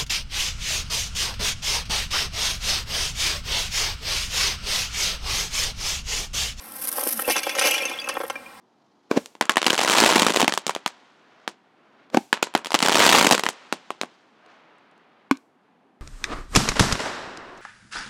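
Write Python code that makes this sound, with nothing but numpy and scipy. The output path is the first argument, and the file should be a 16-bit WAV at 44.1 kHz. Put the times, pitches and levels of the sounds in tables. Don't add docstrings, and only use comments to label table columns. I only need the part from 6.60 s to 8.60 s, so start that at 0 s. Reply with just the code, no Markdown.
import sys
import numpy as np
from scipy import signal
from scipy.fft import rfft, irfft
from scipy.io import wavfile

SR = 44100
rng = np.random.default_rng(int(sys.argv[2]) if len(sys.argv) > 2 else 0)


def file_out(sig):
    cols = np.atleast_2d(sig).T
    lim = np.clip(cols, -1, 1)
    pcm = np.round(lim * 32767).astype(np.int16)
    wavfile.write(sys.argv[1], SR, pcm)


N = 88200
T = np.arange(N) / SR
RING_T = np.arange(SR // 10) / SR

# start in seconds, then thud, knock and crack levels in relative dB.
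LANDINGS = [(0.381,-20.5,-20,-70),(0.428,-27.5,-33,-35),(0.466,-18.5,-28,-33.5),(.592,-32,-18.5,-57),(0.619,-30.5,-34,-48),(.677,-14.5,-27,-37),(0.685,-16,-21.5,-28),(.698,-18,-26,-18.5),(.709,-25,-57,-16.5),(.757,-23.5,-19.5,-36),(.765,-24,-22,-21.5),(.779,-42,-40,-23.5),(.790,-28,-31,-23.5),(0.832,-57,-32,-22),(0.867,-18,-21,-28.5),(.894,-40,-26.5,-21.5),(0.951,-43,-24.5,-27.5),(0.964,-21.5,-31,-41),(.977,-24,-37,-27.5),(0.985,-25,-19.5,-20),(.993,-36,-47,-12.5),(1.012,-24.5,-15.5,-28),(1.021,-26,-22,-19),(1.040,-31,-23,-24),(1.050,-18.5,-27,-24),(1.057,-38,-42,-18),(1.071,-57,-43,-15),(1.109,-69,-32,-36),(1.14,-56,-19,-23.5),(1.164,-31.5,-28.5,-37),(1.179,-35.5,-25.5,-28.5),(1.221,-25.5,-33,-31),(1.253,-27,-36,-26.5),(1.296,-28,-35,-30.5),(1.313,-27.5,-27,-61),(1.475,-35,-23.5,-71),(1.488,-55,-40,-24),(1.492,-24.5,-19.5,-28),(1.553,-33,-31,-62),(1.568,-22,-16.5,-41),(1.602,-17,-27,-40.5),(1.611,-32,-22.5,-38),(1.635,-21.5,-23,-49),(1.650,-34.5,-33,-44),(1.699,-30,-17.5,-28),(1.755,-38,-24,-48)]
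# time in seconds, then knocking and ringing levels in relative dB.
TUMBLE_LEVELS = [(0.299,-44.5,-64),(.385,-31,-40),(.45,-36.5,-59),(.54,-48,-70),(0.671,-34.5,-39),(0.703,-16.5,-27.5),(0.739,-56,-27.5),(0.773,-23,-22),(.81,-42,-37),(.90,-33.5,-28.5),(.94,-34,-35.5),(1.0,-37,-26),(1.053,-19.5,-20),(1.15,-33.5,-23),(1.25,-30.5,-32.5),(1.319,-34.5,-32),(1.37,-38,-37.5),(1.44,-37,-41.5),(1.50,-34,-36),(1.57,-33,-40.5)]
# frequency in Hz, level in dB.
GRASS_SPECTRUM = [(80,-40),(250,-6.5),(900,-10.5),(2500,-11),(4000,-13.5),(5500,-6.5),(7000,-14.5),(9500,-0.5),(12500,3),(14500,-6.5),(16500,-20.5)]

def from_db(db):
    return 10 ** (np.asarray(db) / 20)

def unit_rms(x):
    return x / np.sqrt(np.mean(x ** 2) + 1e-20)

def curves(rows):
    times_s, *columns = np.transpose(rows)
    return [np.interp(T, times_s, column) for column in columns]

def coloured(x, spectrum):
    hz, db = np.transpose(spectrum)
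    grid_hz = np.linspace(1, SR / 2, N // 2 + 1)
    gain = from_db(np.interp(np.log(grid_hz), np.log(hz), db))
    return unit_rms(irfft(rfft(x) * gain, N))

def butter(x, hz, kind, order=2):
    return signal.sosfilt(signal.butter(order, hz, kind, fs=SR, output="sos"), x)

def low_noise(top_hz, n=N):
    return unit_rms(butter(rng.standard_normal(n), top_hz, "low"))

def impulses(per_s, n=N):
    return rng.random(n) < per_s / SR

def decay(t60_s, t=RING_T):
    return np.exp(-np.log(1000) * t / t60_s)

def add(out, start_s, sound):
    i = int(np.clip(start_s * SR, 0, N - 1))
    out[i:i + len(sound)] += sound[:N - i]

def mode(hz, db, t60_s):
    return from_db(db) * np.sin(2 * np.pi * min(hz, SR / 2) * RING_T) * decay(t60_s)

def contact(ring, rebound, rebounds_per_s=1800):
    n = len(RING_T)
    touches = impulses(rebounds_per_s, n) * rng.normal(0, rebound, n) * decay(t60_s=0.037)
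    touches[0] = 1
    sound = signal.fftconvolve(touches, ring)[:n]
    return sound * np.linalg.norm(ring) / np.linalg.norm(sound)

def knock(bands_db, bands_hz=(444, 1280, 5700), detune=0.0593, spread_db=0.96):
    # frequency in Hz, relative level in dB, T60 in seconds.
    pile_modes = [(313,-6.5,0.031),(402,-1.5,0.029),(549,1,0.024),(813,4,0.012),(1029,1,0.014),(1280,-0.5,0.015),(1552,0,0.015),(1852,-2.5,0.024),(2372,-4.5,0.028),(3220,-2,0.017),(4420,-6,.012),(5080,-2,0.0089),(5904,-8,0.034),(8030,-5.5,0.016),(10250,-4.5,0.025)]
    ring = np.zeros(len(RING_T))
    for k, (hz, db, t60_s) in enumerate(pile_modes):
        struck_hz = hz * (1 + detune * rng.normal())
        blow_db = np.interp(np.log(hz), np.log(bands_hz), bands_db) + rng.normal(0, spread_db)
        ring += (-1) ** k * mode(struck_hz, db + blow_db, t60_s)
    return contact(ring, rebound=0.2)

def clink(hz, overtone_db, detune=0.025):
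    # frequency ratio, relative level in dB, T60 in seconds.
    bar_modes = [(1,-0.5,0.052),(1.9,-14,0.018),(2.37,-4.5,0.053),(3.95,-13,0.032)]
    ring = np.zeros(len(RING_T))
    for ratio, db, t60_s in bar_modes:
        is_overtone = ratio > 1
        mode_hz = hz * ratio * (1 + is_overtone * detune * rng.normal())
        ring += mode(mode_hz, db + is_overtone * overtone_db, t60_s)
    return contact(ring, rebound=0.075)

def blocks(knock_gain_db=2, clink_gain_db=-2):
    # start in seconds, relative level in dB, pitch in Hz, overtone gain in dB.
    clinks = [(0.593,-25.5,3020,-13),(.645,-24,2660,-16),(0.702,-27,2600,6),(.721,-32,2350,3),(0.764,-25,2590,10.5),(0.785,-29,2417,10.5),(0.833,-20.5,2345,-9),(.893,-24,2200,-1),(0.913,-23.5,2476,-5),(.952,-26.5,2730,4.5),(0.978,-27,2380,-13),(1.013,-13.5,2556,-2),(1.041,-15.5,2390,-15),(1.062,-16,2736,0),(1.086,-23,2637,9.5),(1.109,-18,3270,4.5),(1.115,-15.5,2610,-1.5),(1.14,-14,2816,-34),(1.146,-16.5,2457,-0.5),(1.180,-14.5,3360,-17),(1.212,-19.5,2390,-8),(1.231,-16.5,2593,-23),(1.253,-15.5,2681,0.5),(1.283,-26,3520,-25),(1.314,-22.5,2430,-16),(1.335,-28,3440,-42),(1.374,-30.5,3150,-22),(1.388,-17,3370,-21),(1.417,-22,2573,-8),(1.399,-24.5,4730,-11),(1.442,-21.5,2600,-10.5),(1.471,-26,2640,-35),(1.488,-18.5,2534,0),(1.511,-24.5,2670,-34),(1.552,-27.5,3367,-27),(1.700,-27.5,2690,-18),(1.7567,-23.5,2370,-18),(1.861,-31.5,2420,-35)]
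    out = np.zeros(N)
    for start_s, *bands_db in LANDINGS:
        add(out, start_s, from_db(knock_gain_db) * knock(bands_db))
    for start_s, db, hz, overtone_db in clinks:
        add(out, start_s, from_db(db + clink_gain_db) * clink(hz, overtone_db))
    return out

def tumble(knocks_per_s=400, clinks_per_s=320, spread_db=1.5, detune=0.0304):
    pitches_hz = [2104,2344,2462,2720,2662,2859,2974,3364]
    knocks, clinks = np.zeros((2, N))
    start_s, end_s = TUMBLE_LEVELS[0][0], TUMBLE_LEVELS[-1][0]
    dull_bands_db = np.array([0, 0, -17])
    for slot_s in np.arange(start_s, end_s, 1 / knocks_per_s):
        hit_s = slot_s + rng.random() / knocks_per_s
        add(knocks, hit_s, rng.choice([-1, 1]) * knock(dull_bands_db + rng.normal(0, spread_db)))
    for slot_s in np.arange(start_s, end_s, 1 / clinks_per_s):
        hz = rng.choice(pitches_hz) * (1 + detune * rng.normal())
        hit_s = slot_s + rng.random() / clinks_per_s
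        add(clinks, hit_s, from_db(rng.normal(0, spread_db)) * clink(hz, overtone_db=-11))
    knock_db, clink_db = curves(TUMBLE_LEVELS)
    return from_db(knock_db - 7) * unit_rms(knocks) + from_db(clink_db - 6.5) * unit_rms(clinks)

def scuffs(scuff_gain_db=-6, grit_gain_db=-12):
    # frequency in Hz, level in dB.
    scuff_spectrum = [(800,-10.5),(2600,4),(3900,-0.5),(5800,4.5),(7200,-10.5),(10500,-4.5),(13000,-10),(16500,-25)]
    envelope = np.zeros(N)
    for start_s, _, _, crack_db in LANDINGS:
        add(envelope, start_s, from_db(crack_db + scuff_gain_db) * decay(t60_s=0.049))
    _, ringing_db = curves(TUMBLE_LEVELS)
    envelope += from_db(ringing_db + grit_gain_db) * (T < TUMBLE_LEVELS[-1][0])
    grit = impulses(per_s=12000) * rng.standard_normal(N)
    return envelope * coloured(grit, scuff_spectrum)

def rustle(gain_db=0.5, grain_spread_db=3, clump_db=2.5):
    # time in seconds, relative level in dB.
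    rustle_levels = [(0,-53),(.05,-46),(.14,-42.5),(.205,-40.5),(.285,-37.5),(.302,-41),(.345,-33),(.40,-30.5),(.50,-28),(.545,-35),(.60,-31),(.64,-42),(.72,-25),(.75,-39.5),(.785,-37),(.82,-46.5),(.835,-40),(.93,-49),(1.0,-44),(1.08,-36),(1.19,-46),(1.45,-69),(1.6,-52),(1.8,-66)]
    # start in seconds, length in seconds, final level in dB.
    strokes = [(0.147,0.024,-44),(0.21,0.019,-29),(0.23,0.025,-26.5),(0.272,.021,-23.5),(0.475,.018,-25),(.524,.009,-21),(0.613,0.011,-25),(0.718,0.0059,-25),(1.063,0.02,-27.5)]
    # start in seconds, level in dB, T60 in seconds.
    snaps = [(0.273,-11,0.0056),(.315,-24.5,0.045),(0.327,-18.5,0.0092),(0.3639,-21.5,0.011),(0.394,-14.5,0.007),(.411,-20,.006),(0.473,-14,0.012),(0.516,-22,.008),(0.597,-17.5,0.0089),(0.612,-31,.006),(1.111,-16,0.014),(1.143,-26,.01),(1.541,-31.5,0.0059),(1.593,-32,.008),(1.638,-30.5,.008),(1.680,-30.5,0.014)]
    grains = impulses(per_s=5000) * rng.choice([-1, 1], N)
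    grains = grains * from_db(grain_spread_db * np.minimum(rng.exponential(1, N), 4))
    level_db, = curves(rustle_levels)
    envelope = from_db(level_db + gain_db + clump_db * low_noise(top_hz=90))
    for start_s, length_s, db in strokes:
        add(envelope, start_s, from_db(db) * np.linspace(0.13, 1, int(length_s * SR)))
    snap_envelope = np.zeros(N)
    for start_s, db, t60_s in snaps:
        add(snap_envelope, start_s, from_db(db) * decay(t60_s))
    snapping = snap_envelope * coloured(rng.standard_normal(N), GRASS_SPECTRUM)
    return envelope * coloured(grains, GRASS_SPECTRUM) + snapping

def ground_thumps(top_hz=134):
    # start in seconds, level in dB.
    thumps = [(0.675,-41.5),(0.766,-53),(.868,-58),(.98,-51),(1.048,-59),(1.488,-61),(1.57,-59)]
    out = np.zeros(N)
    for start_s, db in thumps:
        add(out, start_s, from_db(db) * low_noise(top_hz, len(RING_T)) * decay(t60_s=0.1))
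    return out

def groan(roughness=0.63):
    # time in seconds, pitch in Hz, level in dB.
    drag = [(.525,253,-44),(.545,237,-41.5),(.575,222,-41),(.592,208,-47),(.61,180,-56)]
    hz, db = curves(drag)
    waver = 1 + roughness * low_noise(top_hz=63)
    dragging = (T > drag[0][0]) & (T < drag[-1][0])
    return from_db(db) * waver * np.sin(2 * np.pi * np.cumsum(hz) / SR) * dragging

def grass_ticks(gain_db=-39.5, end_s=1.75):
    onsets = impulses(per_s=70) * rng.uniform(0.3, 1.8, N) * (T < end_s)
    envelope = signal.fftconvolve(onsets, decay(t60_s=0.0039))[:N]
    return from_db(gain_db) * envelope * coloured(rng.standard_normal(N), GRASS_SPECTRUM)

def garden_reverb(x, gain_db=-21.5, t60_s=0.58, top_hz=3780, delay_s=0.012):
    t = T[:SR // 2]
    tail = butter(rng.standard_normal(len(t)), top_hz, "low") * decay(t60_s, t) * (t > delay_s)
    return from_db(gain_db) * signal.fftconvolve(x, tail / np.linalg.norm(tail))[:N]

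def hush(air_db=-46, air_top_hz=6500, hiss_db=-55):
    # frequency in Hz, level in dB.
    air_spectrum = [(25,-63),(60,-48),(110,-6),(160,-11.5),(230,-8),(330,-10.5),(600,-10),(950,-7),(1600,-11),(2500,-17.5),(4000,-23.5),(5500,-23),(7000,-66)]
    hiss_spectrum = [(5000,-6),(7200,-9),(8800,-0.5),(10500,-13),(16000,-11.5)]
    air = butter(coloured(rng.standard_normal(N), air_spectrum), air_top_hz, "low")
    hiss = coloured(rng.standard_normal(N), hiss_spectrum)
    return from_db(air_db) * air + from_db(hiss_db) * hiss

def scene():
    background = hush()
    grass = butter(rustle() + grass_ticks(), hz=163, kind="high")
    lows = ground_thumps() + groan()
    wood = butter(blocks() + tumble() + scuffs(), hz=205, kind="high", order=3)
    return (wood + garden_reverb(wood) + grass + lows + background)[None]

def record(dry, echo_s=0.003764, echo_gain=0.8, echo_top_hz=8000, cutoff_hz=16200):
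    hz = np.linspace(0, SR / 2, N + 1)
    echo = echo_gain / (1 + (hz / echo_top_hz) ** 8) * np.exp(-2j * np.pi * hz * echo_s)
    comb = (1 + echo) / np.sqrt(1 + abs(echo) ** 2)
    combed = irfft(rfft(dry, 2 * N) * comb)[:, :N]
    return butter(combed, cutoff_hz, "low", order=40)

dry = scene()
out = record(dry)
file_out(out)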